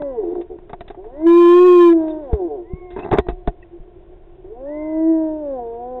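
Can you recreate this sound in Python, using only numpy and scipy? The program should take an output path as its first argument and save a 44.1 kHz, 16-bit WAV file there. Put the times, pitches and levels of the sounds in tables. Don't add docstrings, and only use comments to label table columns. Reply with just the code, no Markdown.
import sys
import numpy as np
from scipy import signal
from scipy.fft import rfft, irfft, next_fast_len
from scipy.io import wavfile
from scipy.ndimage import uniform_filter1d

SR = 44100
rng = np.random.default_rng(int(sys.argv[2]) if len(sys.argv) > 2 else 0)


def unload_audio(sound):
    columns = np.transpose(np.atleast_2d(sound))
    steps = np.round(np.clip(columns, -1, 1) * 32767)
    wavfile.write(sys.argv[1], SR, steps.astype(np.int16))


N = 264600


def amp(db):
    return 10 ** (np.asarray(db) / 20)


def unit(x):
    return x / np.sqrt(np.mean(x ** 2) + 1e-20)


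def read(points, hz):
    f, value = np.transpose(points)
    return np.interp(np.log(hz + 1), np.log(f + 1), value)


def add(mix, s, sound):
    part = mix[max(round(s * SR), 0):][:len(sound)]
    part += sound[:len(part)]


def filtered(x, gain):
    size = next_fast_len(len(x) + 4096)
    spectrum = rfft(x, size) * gain(np.fft.rfftfreq(size, 1 / SR))
    return irfft(spectrum, size)[:len(x)]


def wander(size, hz):
    noise = rng.standard_normal(N)
    return unit(filtered(noise, lambda f: 1 / (1 + (f / hz) ** 4)))[:size]


def controls(rows):
    s, *columns = np.transpose(rows)
    t = np.arange(s[0], s[-1], 1 / SR)
    gate = np.clip(np.minimum(t - t[0], t[-1] - t) / .008, 0, 1)
    return s[0], gate, *(uniform_filter1d(np.interp(t, s, c), size=400) for c in columns)


def case_ring(x):
    # frequency in Hz, width in Hz, gain in dB.
    resonances = [(347, 11, -2), (414.2, 66, 14.5), (429, 28, -9.5), (701, 60, 13.5), (818, 180, 5.5),
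                  (1050, 37, -12.5), (1505, 130, -10), (1830, 46, -10), (2600, 58, -19.5), (3050, 200, -39),
                  (3440, 490, -20)]
    t = np.arange(SR // 8) / SR
    ring = np.zeros(len(t))
    for hz, width, db in resonances:
        ring += amp(db) * width * np.exp(-np.pi * width * t) * np.sin(2 * np.pi * hz * t)
    return signal.fftconvolve(x, ring)[:len(x)]


def whoop(rows, creak, jitter, rasp_db, growl_db, third_db, slope_db):
    # frequency in Hz, gain in dB.
    case_gain = [(200, -15), (290, -0.5), (345, 20), (365, 18.5), (390, 8.5), (440, 16.5), (480, -5.5),
                 (560, 1), (650, -6.5), (730, 6), (810, -19), (930, -12.5), (1100, -28), (1220, -42),
                 (1400, -41), (1620, -36.5), (2200, -64.5)]
    slack_hz, slack_span_hz = 220, 40
    taut_hz, taut_span_hz, pure_db = 317.2, 30, -19.5
    start, gate, hz, effort_db = controls(rows)
    size = len(hz)
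    slack = np.clip((slack_hz - hz) / slack_span_hz, 0, 1)
    taut = np.clip((hz - taut_hz) / taut_span_hz, 0, 1)
    unsteady_hz = hz * (1 + (.002 + jitter * slack) * wander(size, 70))
    turns = np.cumsum(unsteady_hz) / SR

    overtones, power = np.zeros(size), np.zeros(size)
    for k in np.arange(3, 29) / 2:
        weight = amp(read(case_gain, k * hz) + slope_db * np.log2(np.clip(k, 2, 5) / 2))
        if k % 1:
            weight *= creak * slack
        weight *= amp(third_db * (k == 3) * (1 - slack) + pure_db * taut)
        overtones += weight * np.cos(2 * np.pi * k * turns - np.pi * k ** 2 / 2)
        power += weight ** 2 / 2
    overtones *= 1 + (.06 + .1 * slack) * wander(size, 60)

    puffs = rng.standard_normal(size) * (1 + np.cos(2 * np.pi * turns))
    rasp = unit(case_ring(puffs))
    overtones += amp(rasp_db + (growl_db - rasp_db) * slack) * np.sqrt(power) * rasp

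    fundamental_db = read(case_gain, hz) - 8 + 0.21 * wander(size, 32)
    fundamental = amp(fundamental_db) * np.cos(2 * np.pi * turns)
    return start, gate * np.sqrt(2) * amp(effort_db) * (fundamental + overtones)


def thin_tone(hz, tone_db, octave_db, waver):
    angle = 2 * np.pi * np.cumsum(hz * (1 + waver * wander(len(hz), 42))) / SR
    tones = amp(tone_db) * np.sin(angle) + amp(octave_db) * np.sin(2 * angle)
    return signal.windows.tukey(len(hz), .1) * np.sqrt(2) * tones


def whistle(top_s, top_hz, db, octave_db, sag, fade_db):
    scoop_s, sag_s = .18, .55
    scoop_depth = .21
    scoop_db = -14.5
    t = np.arange(-scoop_s, sag_s, 1 / SR)
    scoop = (np.minimum(t, 0) / scoop_s) ** 2
    after = np.maximum(t, 0)
    hz = top_hz * (1 - scoop_depth * scoop - sag * after)
    tone = thin_tone(hz, db + scoop_db * scoop / 2, octave_db + scoop_db * scoop, waver=.003)
    tone *= amp(-fade_db * after)
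    return max(top_s - scoop_s, 0), tone[t + top_s >= 0]


def far_hoot(start, length, hz, db, octave_db):
    t = np.arange(0, length, 1 / SR)
    envelope = np.minimum(t / .015, 1) * amp(-11 * (t / length) ** 2)
    return start, envelope * thin_tone(np.full(len(t), hz), db, octave_db, waver=.015)


def bush(x, t60):
    t = np.arange(SR) / SR
    scatter = rng.standard_normal(SR) * (t > .02)
    tail = case_ring(scatter) * amp(-60 * t / t60)
    tail /= np.sqrt(np.mean(abs(rfft(tail)[300:800]) ** 2))
    return signal.fftconvolve(x, tail)[:N]


def clicks(body_db, treble_db, split_hz, rise):
    # start in seconds, level in dB,
    # treble against that level in dB, decay in seconds; body_db and treble_db come on top.
    contacts = [(0.019, -23.5, -16.5, 0.0027), (0.353, -35.5, -23.5, 0.0026), (0.411, -39.5, -4.5, 0.0092),
                (0.586, -37.5, -20, 0.0031), (0.694, -32, -16, 0.0088), (0.731, -24, -18.5, 0.0061),
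                (0.807, -27, -8, 0.005), (0.879, -38, 0, 0.0065), (0.901, -27, -16, 0.009),
                (0.945, -35, -38, 0.0084), (1.041, -36.5, -27.5, 0.01), (2.079, -39.5, -5, 0.02),
                (2.334, -31, -28.5, 0.0064), (2.904, -42, -3.5, 0.04), (2.962, -21, -30.5, 0.023),
                (2.991, -27.5, -12.5, 0.0098), (3.043, -25, -19.5, 0.014), (3.113, -11, -18, 0.012),
                (3.127, -5.5, -28.5, 0.015), (3.173, -18, -25.5, 0.0079), (3.184, -2.5, -17, 0.006),
                (3.267, -28, -39, 0.0052), (3.285, -14.5, -18, 0.012), (3.474, -12.5, -21, 0.0069)]
    out, t = np.zeros(N), np.arange(SR // 6) / SR
    low = signal.butter(4, split_hz, "low", fs=SR, output="sos")
    high = signal.butter(4, split_hz, "high", fs=SR, output="sos")
    for s, db, bright_db, decay in contacts:
        envelope = np.exp(-t / decay) * (1 - np.exp(-t / rise))
        burst = case_ring(rng.standard_normal(len(t)) * envelope)
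        for band, part_db in ((low, body_db), (high, treble_db + bright_db)):
            part = signal.sosfilt(band, burst)
            loudest = np.sqrt(uniform_filter1d(part ** 2, size=220).max())
            add(out, s, amp(db + part_db) * part / loudest)
    return out


def rubbing(slips_per_s, snap_db):
    # start in seconds, level in dB, pitch in Hz, length in seconds.
    squeaks = [(2.093, -50, 3597, 0.038), (2.967, -46, 2556, 0.066), (3.022, -39.5, 2600, 0.027),
               (3.625, -43, 1900, 0.013), (3.616, -53, 2600, 0.031)]
    start_s, length_s, start_db, swell_db = 2.965, .24, -35, 9.5
    out = np.zeros(N)
    progress = np.linspace(0, 1, int(length_s * SR))
    slips = rng.standard_normal(len(progress)) * (rng.random(len(progress)) < slips_per_s / SR)
    snaps = np.gradient(np.gradient(slips))
    grain = unit(case_ring(slips)) + amp(snap_db) * unit(case_ring(snaps))
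    envelope = signal.windows.tukey(len(grain), .1) * amp(start_db + swell_db * progress)
    add(out, start_s, envelope * grain)
    for s, db, hz, length in squeaks:
        size = int(length * SR)
        turns = np.cumsum(hz * (1 + 0.022 * wander(size, 300))) / SR
        add(out, s, amp(db) * np.hanning(size) * np.sin(2 * np.pi * turns))
    return out


def thumps(rise, knock_hz, knock_db, knock_decay):
    # start in seconds, level in dB, rocking frequency in Hz, decay in seconds.
    bumps = [(2.331, -2, 65.6, 0.01), (2.735, -8.5, 55, 0.0041), (2.935, -30.5, 45, 0.025),
             (3.125, -17, 161.8, 0.015), (3.19, -10, 58, 0.012), (3.286, -14, 49, .02),
             (3.325, -21, 29.4, 0.035), (3.479, -4.5, 38.8, 0.0085), (3.799, -26.5, 29.5, 0.021)]
    out, t = np.zeros(N), np.arange(SR // 4) / SR
    knock = amp(knock_db) * np.sin(2 * np.pi * knock_hz * t) * np.exp(-t / knock_decay)
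    for s, db, hz, decay in bumps:
        rock = np.sin(2 * np.pi * hz * t) * np.exp(-t / decay)
        add(out, s, -amp(db) * (rock + knock) * (1 - np.exp(-t / rise)))
    return out


def night():
    # frequency in Hz, relative level in dB.
    colour = [(12, -21.5), (20, 6), (22, -8.5), (111, -20), (183, -27.5), (283, -34), (352, -7), (383, -14),
              (487, -28), (720, -25), (802, -34.5), (1090, -37.5), (1240, -49), (1350, -44), (3590, -52.5),
              (4670, -74), (7900, -120)]
    air_db, hum_db, hum_hz = -43, -49, 26.9
    air = unit(filtered(rng.standard_normal(N), lambda f: amp(read(colour, f))))
    turns = np.cumsum(hum_hz * (1 + .008 * wander(N, 1.8))) / SR
    hum = unit(sum(np.cos(2 * np.pi * k * turns) / k ** 2.2 for k in range(1, 8)))
    return amp(air_db + 0.64 * wander(N, 18)) * air + amp(hum_db) * hum


def scene():
    # time in seconds, pitch in Hz, effort in dB
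    fading_whoop = [(0.0, 299, -25), (0.1, 269.8, -25.5), (0.15, 243.4, -28.5), (0.195, 217.3, -33),
                    (0.26, 167.5, -43), (0.33, 178, -42.5), (0.35, 122.1, -41), (0.41, 113.1, -44),
                    (0.45, 118.1, -66)]
    grunt = [(0.495, 149.6, -51.5), (0.57, 135.2, -50.5)]
    near_whoop = [(0.97, 171.6, -51), (1.06, 213.8, -48), (1.19, 305.3, -32), (1.27, 336.5, -16),
                  (1.39, 346.3, -16.5), (1.47, 344.7, -15.5), (1.66, 362.8, -14.5), (1.89, 340.4, -15.5),
                  (2.02, 318.2, -21), (2.21, 306.9, -31), (2.33, 223.8, -35), (2.41, 184.3, -39.0),
                  (2.47, 167, -38), (2.49, 151.4, -44.5), (2.55, 140.6, -42.5), (2.59, 118.8, -47),
                  (2.68, 108.5, -68.5)]
    last_whoop = [(4.44, 173.3, -55), (4.52, 217, -49), (4.61, 262, -33), (4.7, 295.5, -27),
                  (4.88, 312, -26), (5.1, 325.6, -16.5), (5.4, 305.4, -27), (5.54, 265.7, -23.5),
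                  (5.6, 241.3, -27), (5.66, 230.5, -32.5), (5.75, 232.4, -32.5), (5.92, 254.4, -27.5),
                  (6.0, 248.6, -26)]
    # time of the top in seconds, top pitch in Hz, level in dB,
    # level of its octave in dB, sag as a share of the pitch per second, fade in dB per second.
    whistles = [(0.02, 1002, -50, -62.5, .17, 41), (1.28, 1060, -57, -57, .28, 68),
                (2.801, 1098, -56.5, -57.5, 0.31, 14.5), (4.82, 1044, -50, -48, .28, 40)]
    # start in seconds, length in seconds, pitch in Hz, level in dB,
    # level of its octave in dB.
    far_hoots = [(2.692, 0.099, 367, -33, -50), (2.795, .8, 359.8, -37, -46),
                 (3.724, 0.058, 349, -34.5, -77), (4.087, 0.068, 367, -50, -72.5)]
    voices = np.zeros(N)
    for rows in (fading_whoop, grunt):
        add(voices, *whoop(rows, creak=0.83, jitter=0.0087, rasp_db=-31.5, growl_db=-25.5,
                           third_db=-12, slope_db=-1.5))
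    add(voices, *whoop(near_whoop, creak=.05, jitter=.003, rasp_db=-15, growl_db=-31,
                       third_db=-5.5, slope_db=2.5))
    add(voices, *whoop(last_whoop, creak=.1, jitter=0.0087, rasp_db=-24, growl_db=-18.5,
                       third_db=-5, slope_db=-2))
    for row in whistles:
        add(voices, *whistle(*row))
    for row in far_hoots:
        add(voices, *far_hoot(*row))
    echo = amp(-22.5) * bush(voices, t60=1.0)
    handling = clicks(body_db=-2.5, treble_db=-7.5, split_hz=2190, rise=0.0008)
    handling += rubbing(slips_per_s=210, snap_db=-18.5)
    handling += thumps(rise=0.00067, knock_hz=150, knock_db=-11, knock_decay=0.0085)
    return voices + echo + handling + night()


def record(dry, ceiling=0.518, slow_spread=0.028, fast_spread=.0055, excess_db=1):
    limit = ceiling * (1 + slow_spread * wander(N, 16))
    slow = signal.resample(dry, N * 8000 // SR)
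    top = signal.resample(limit, len(slow)) * (1 + fast_spread * rng.standard_normal(len(slow)))
    narrow = signal.resample(np.clip(slow, -top, top), N)
    narrow = filtered(narrow, lambda f: 1 / np.sqrt(1 + (f / 3870) ** 90))
    excess = narrow - np.clip(narrow, -limit, limit)
    out = narrow - amp(excess_db) * excess
    treble_cut = signal.firwin(511, 15800, window=("kaiser", 9), fs=SR)
    return signal.oaconvolve(out, treble_cut, "same")[None]


dry = scene()
out = record(dry)
unload_audio(out)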